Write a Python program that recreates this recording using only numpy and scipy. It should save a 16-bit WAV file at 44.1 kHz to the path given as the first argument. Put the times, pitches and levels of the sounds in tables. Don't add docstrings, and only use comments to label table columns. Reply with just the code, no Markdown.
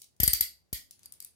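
import sys
import numpy as np
from scipy import signal
from scipy.fft import rfft, irfft, next_fast_len
from scipy.io import wavfile
from scipy.ndimage import uniform_filter1d

SR = 44100
rng = np.random.default_rng(int(sys.argv[2]) if len(sys.argv) > 2 else 0)


def transcribe(signal):
    frames = np.atleast_2d(signal).T
    limited = np.clip(frames, -1, 1)
    pcm = np.round(limited * 32767).astype(np.int16)
    wavfile.write(sys.argv[1], SR, pcm)


N = 59535

# (frequency [Hz], relative density [dB per Hz])
FLOOR_SPECTRUM = [(20, -24), (45, -10), (70, 7), (130, 0), (250, -7), (600, -10.5), (1200, -19.5),
                  (3000, -22.5), (6000, -23), (12000, -27), (15000, -36), (16500, -25)]
# (time [s], rms level [dB])
RUSTLE_LEVEL = [(.7, -101), (.78, -63), (.87, -91.5), (.95, -80), (1.05, -69), (1.13, -74), (1.22, -73.5),
                (1.35, -83.5)]
# (frequency [Hz], relative density [dB per Hz])
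RUSTLE_SPECTRUM = [(25, -19), (70, 1), (200, -0.5), (600, -17), (1500, -13), (4000, -15.5), (10000, -28),
                   (16000, -44.5)]
# (frequency [Hz], t60 [s])
ROOM_T60 = [(70, .6), (250, 0.53), (1000, 0.3), (2000, 0.27), (3000, 0.25), (4700, 0.27), (8000, 0.25),
            (12000, 0.22), (16000, 0.2)]
# (frequency [Hz], relative gain [dB])
ROOM_GAIN = [(70, 0), (400, -2.5), (1000, -4.5), (2000, 4.5), (3000, 2.5), (4700, 1.5), (8000, -4),
             (11500, -3.5), (12800, -9.5), (14000, -1.5), (16000, -8.5)]
# (time [s], tick [dB], link ring [dB], cuff ring [dB], swivel ring [dB], room [dB])
CLINKS = [(0.0171, -42, -60.5, -44, -59.5, 1), (.0418, -51.5, -60.5, -54.5, -70, -20.5),
          (0.1639, -65.5, -82, -71.5, -81.5, 2.5), (0.909, -44, -44.5, -61, -57, 1.5),
          (.992, -54.5, -81, -67, -77, 2.5), (1.027, -67, -91, -62.5, -91, 20.5),
          (1.0315, -52.5, -72, -74, -98, -9), (1.0577, -49.5, -39.5, -36, -48, -5.5),
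          (1.122, -47.5, -39, -49.5, -44, -1.5), (1.1375, -55, -49.5, -58, -55.5, -20),
          (1.2022, -41.5, -39.5, -36, -36, -0.5), (1.224, -46.5, -39.5, -66, -51, -0.5),
          (1.2466, -44.5, -37.5, -47.5, -39, -2)]
# (time [s], crack [dB], chatter length [s], treble tilt [dB per octave, well above 1 kHz],
# pawl ring [dB], bow ring [dB], frame ring [dB], rack ring [dB], thump [dB], thump rise [s], room [dB])
TEETH = [(0.2008, -23, 0.0057, 0, -15, -16, -38, -37, -11, 0.0011, -1.5),
         (0.2324, -19.5, 0.0091, 2, -3, -12, -41.5, -25.5, -12.5, 0.00043, -1),
         (0.2767, -18.5, 0.0056, 1, -14, -4, -39, -22.5, -12.5, 0.0017, -3.5),
         (0.3323, -14.5, .003, 3.5, -17, -32, -46.5, -26.5, -21, 0.0014, -2),
         (0.4078, -16, 0.0025, 2, -14.5, -32.5, -49.5, -28.5, -27, 0.00093, -2),
         (0.7281, -26.5, 0.0069, 1, -26.5, -66, -52, -75, -21.5, 0.00044, 3)]
# (frequency [Hz], relative level [dB], t60 [s])
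LINK_MODES = [(8980, -1, .016), (10550, 0, .016), (10720, -4, .014), (12300, -7, .012)]
# (frequency [Hz], relative level [dB], t60 [s])
CUFF_MODES = [(4717, -8.5, 0.022), (6680, -17.5, .015), (11400, -13.5, .02)]
# (frequency [Hz], relative level [dB], t60 [s])
SWIVEL_MODES = [(8180, -0.5, 0.014), (12800, -5.5, .016), (13850, 3.5, 0.0083)]
# (frequency [Hz], relative level [dB], t60 [s])
PAWL_MODES = [(11470, -6, .028), (11650, -12, .02), (12130, -17, .02), (12830, 0, .024), (12990, -12, .015),
              (13800, -18, .02), (14300, -17, .02), (15550, -16, .02)]
# (frequency [Hz], relative level [dB], t60 [s])
BOW_MODES = [(8500, -4, .018), (9040, 0, .016), (9280, -5, .016)]
# (frequency [Hz], relative level [dB], t60 [s])
FRAME_MODES = [(1910, 0, .06), (2040, 0, .05), (2150, -4, .04), (2300, -8, .03)]
# (frequency [Hz], relative level [dB], t60 [s])
RACK_MODES = [(1420, -20, .04), (3350, -15, .015), (4420, -4, .025), (4570, -24, .3), (4650, -21, .3),
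              (4690, -1, .03), (5020, -3, .02)]
# (frequency [Hz], relative level [dB])
TICK_SPECTRUM = [(300, -10), (1500, -17.5), (2600, -5), (3700, 1.5), (4700, 1.5), (5500, 5.5), (7000, 5.5),
                 (10500, 7.5), (13000, -0.5), (15600, 4.5), (16600, -40.5)]
# (frequency [Hz], relative level [dB])
CRACK_SPECTRUM = [(200, -10.5), (700, -22), (1100, -22.5), (1600, -20), (2050, -7.5), (2550, -10.5),
                  (3200, -2), (3900, -3.5), (4700, 0), (6000, -2), (8300, 1), (10300, -1), (11500, 6.5),
                  (13500, 4), (15600, -2.5), (16600, -27.5)]
# (frequency [Hz], relative level [dB])
KNOCK_SPECTRUM = [(100, -5), (200, 1.5), (450, -1), (650, 1), (1000, -25.5), (2000, -34), (5000, -66.5)]

T = np.arange(int(.7 * SR)) / SR
FLOOR_DB, OPENING_DB, OPENING_T60_S = -74.5, -59.5, .28
ATTACK_S, RELEASE_T60_S, TICK_S = 0.00076, 0.03, 0.0012
CHATTER_RMS_DB, CHATTER_SAG_DB_PER_S = 2.5, 452.5
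CRACK_CORRELATION = 0.25
RING_RISE_SHARE, RING_DRIFT_RAD = 0.63, .75
RIGHT_LAG_S, RIGHT_DB = 0.0001581, -3.5
ROOM_DELAY_S, ROOM_BUILD_S, CHAIN_ROOM_DB = 0.0025, 0.011, -2.5
WALL_S, WALL_DB, WALL_T60_S = .0105, -19.5, 0.042
THUMP_RELEASE_S, THUMP_CUT_HZ, THUMP_RIGHT_DB = .013, 52, -38
BOOM_HZ, BOOM_T60_S, BOOM_DB = 66.5, 0.68, -40.5
KNOCK_DB, KNOCK_S = -33, 0.0017
TOP_HZ = 16350


def amp(db):
    return 10 ** (np.asarray(db) / 20)


def fade(t, t60_s):
    return np.exp(-np.log(1000) * t / t60_s)


def along(points, hz):
    point_hz, value = np.transpose(points)
    return np.interp(np.log(hz + 1), np.log(point_hz + 1), value)


def filtered(x, response):
    n = x.shape[-1]
    size = next_fast_len(2 * n)
    hz = np.fft.rfftfreq(size, 1 / SR)
    return irfft(rfft(x, size) * response(hz), size)[..., :n]


def coloured(x, points, tilt_db=0, size=2048):
    hz = np.fft.rfftfreq(size, 1 / SR)
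    level_db = along(points, hz) + tilt_db * np.log2(1 + hz / 1000)
    cepstrum = irfft(np.log(amp(level_db)))
    cepstrum[1:size // 2] *= 2
    cepstrum[size // 2 + 1:] = 0
    impulse = irfft(np.exp(rfft(cepstrum)))
    impulse = impulse / np.linalg.norm(impulse)
    return signal.fftconvolve(x, impulse[None], axes=1)[:, :x.shape[1]]


def add(out, time_s, sound):
    part = out[:, max(round(time_s * SR), 0):][:, :sound.shape[1]]
    part += sound[:, :part.shape[1]]


def hiss(spectrum):
    noise = filtered(rng.standard_normal((2, N)), lambda hz: amp(along(spectrum, hz)))
    return noise / noise.std()


def background():
    t = np.arange(N) / SR
    room_tone = amp(FLOOR_DB) * hiss(FLOOR_SPECTRUM)
    opening = amp(OPENING_DB) * fade(t, OPENING_T60_S) * hiss(TICK_SPECTRUM)
    rustle = amp(np.interp(t, *np.transpose(RUSTLE_LEVEL))) * hiss(RUSTLE_SPECTRUM)
    return room_tone + opening + rustle


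def in_room(click, room_db, size=512):
    hz, t, bins = signal.stft(rng.standard_normal((2, len(T))), SR, nperseg=size)
    t60_s = along(ROOM_T60, hz)[:, None]
    gain = amp(along(ROOM_GAIN, hz))[:, None] * np.sqrt(2 * np.log(1000) / (t60_s * SR))
    tail = signal.istft(bins * gain * fade(t, t60_s), SR, nperseg=size)[1][:, :len(T)]
    tail = tail * np.clip((T - ROOM_DELAY_S) / ROOM_BUILD_S, 0, 1)
    early = rng.standard_normal((2, len(T))) * (T > WALL_S) * fade(T, WALL_T60_S)
    response = tail + amp(WALL_DB) * early / np.linalg.norm(early[0])

    def to_microphones(f):
        right = amp(RIGHT_DB) * np.exp(-2j * np.pi * f * RIGHT_LAG_S)
        return np.array([np.ones(len(f)), right])

    direct = filtered(click, to_microphones)
    return direct + amp(room_db) * signal.fftconvolve(click, response, axes=1)[:, :len(T)]


def contact(length_s, colour, tilt_db=0, size=18):
    envelope = np.minimum(T / ATTACK_S, 1) * fade(np.maximum(T - length_s, 0), RELEASE_T60_S)
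    left, other, chance = rng.standard_normal((3, len(T)))
    chatter = np.clip(uniform_filter1d(chance, size) * np.sqrt(size), -2, 2)
    envelope = envelope * amp(CHATTER_RMS_DB * chatter - CHATTER_SAG_DB_PER_S * T)
    right = CRACK_CORRELATION * left + np.sqrt(1 - CRACK_CORRELATION ** 2) * other
    return coloured(envelope * np.array([left, right]), colour, tilt_db)


def ring(modes, length_s, size=90):
    hz, db, t60_s = np.transpose(modes)[:, :, None]
    noise = rng.standard_normal((len(modes), len(T)))
    wander = uniform_filter1d(noise, size, axis=1) * np.sqrt(size)
    phase = 2 * np.pi * (hz * T + rng.random(hz.shape)) + RING_DRIFT_RAD * wander
    modes_sum = (amp(db) * fade(T, t60_s) * np.sin(phase)).sum(0)
    return modes_sum * 2 * (1 - np.exp(-T / (RING_RISE_SHARE * length_s)))


def chain():
    out = np.zeros((2, N))
    for time_s, tick_db, link_db, cuff_db, swivel_db, room_db in CLINKS:
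        parts = [(LINK_MODES, link_db), (CUFF_MODES, cuff_db), (SWIVEL_MODES, swivel_db)]
        rings = sum(amp(db) * ring(modes, TICK_S) for modes, db in parts)
        tick = amp(tick_db) * contact(TICK_S, TICK_SPECTRUM)
        add(out, time_s, in_room(tick + rings, room_db + CHAIN_ROOM_DB))
    return out


def thump(rise_s, order=6):
    push = -(1 - np.exp(-T / rise_s)) * np.exp(-T / THUMP_RELEASE_S)
    bass_cut = signal.butter(order, THUMP_CUT_HZ, 'high', fs=SR, output='sos')
    swing = signal.sosfilt(bass_cut, push)
    boom = amp(BOOM_DB) * np.sin(2 * np.pi * BOOM_HZ * T) * fade(T, BOOM_T60_S)
    return np.array([[1], [amp(THUMP_RIGHT_DB)]]) * (swing + boom)


def ratchet():
    out = np.zeros((2, N))
    for (time_s, crack_db, length_s, tilt_db, pawl_db, bow_db, frame_db, rack_db,
         thump_db, rise_s, room_db) in TEETH:
        parts = [(PAWL_MODES, pawl_db), (BOW_MODES, bow_db),
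                 (FRAME_MODES, frame_db), (RACK_MODES, rack_db)]
        rings = sum(amp(db) * ring(modes, length_s) for modes, db in parts)
        crack = amp(crack_db) * contact(length_s, CRACK_SPECTRUM, tilt_db)
        knock = amp(thump_db + KNOCK_DB) * contact(KNOCK_S, KNOCK_SPECTRUM)
        snap = in_room(crack + rings + knock, room_db)
        add(out, time_s, snap + amp(thump_db) * thump(rise_s))
    return out


def scene():
    return background() + chain() + ratchet()


def record(dry):
    return filtered(dry, lambda hz: hz < TOP_HZ)


dry = scene()
out = record(dry)
transcribe(out)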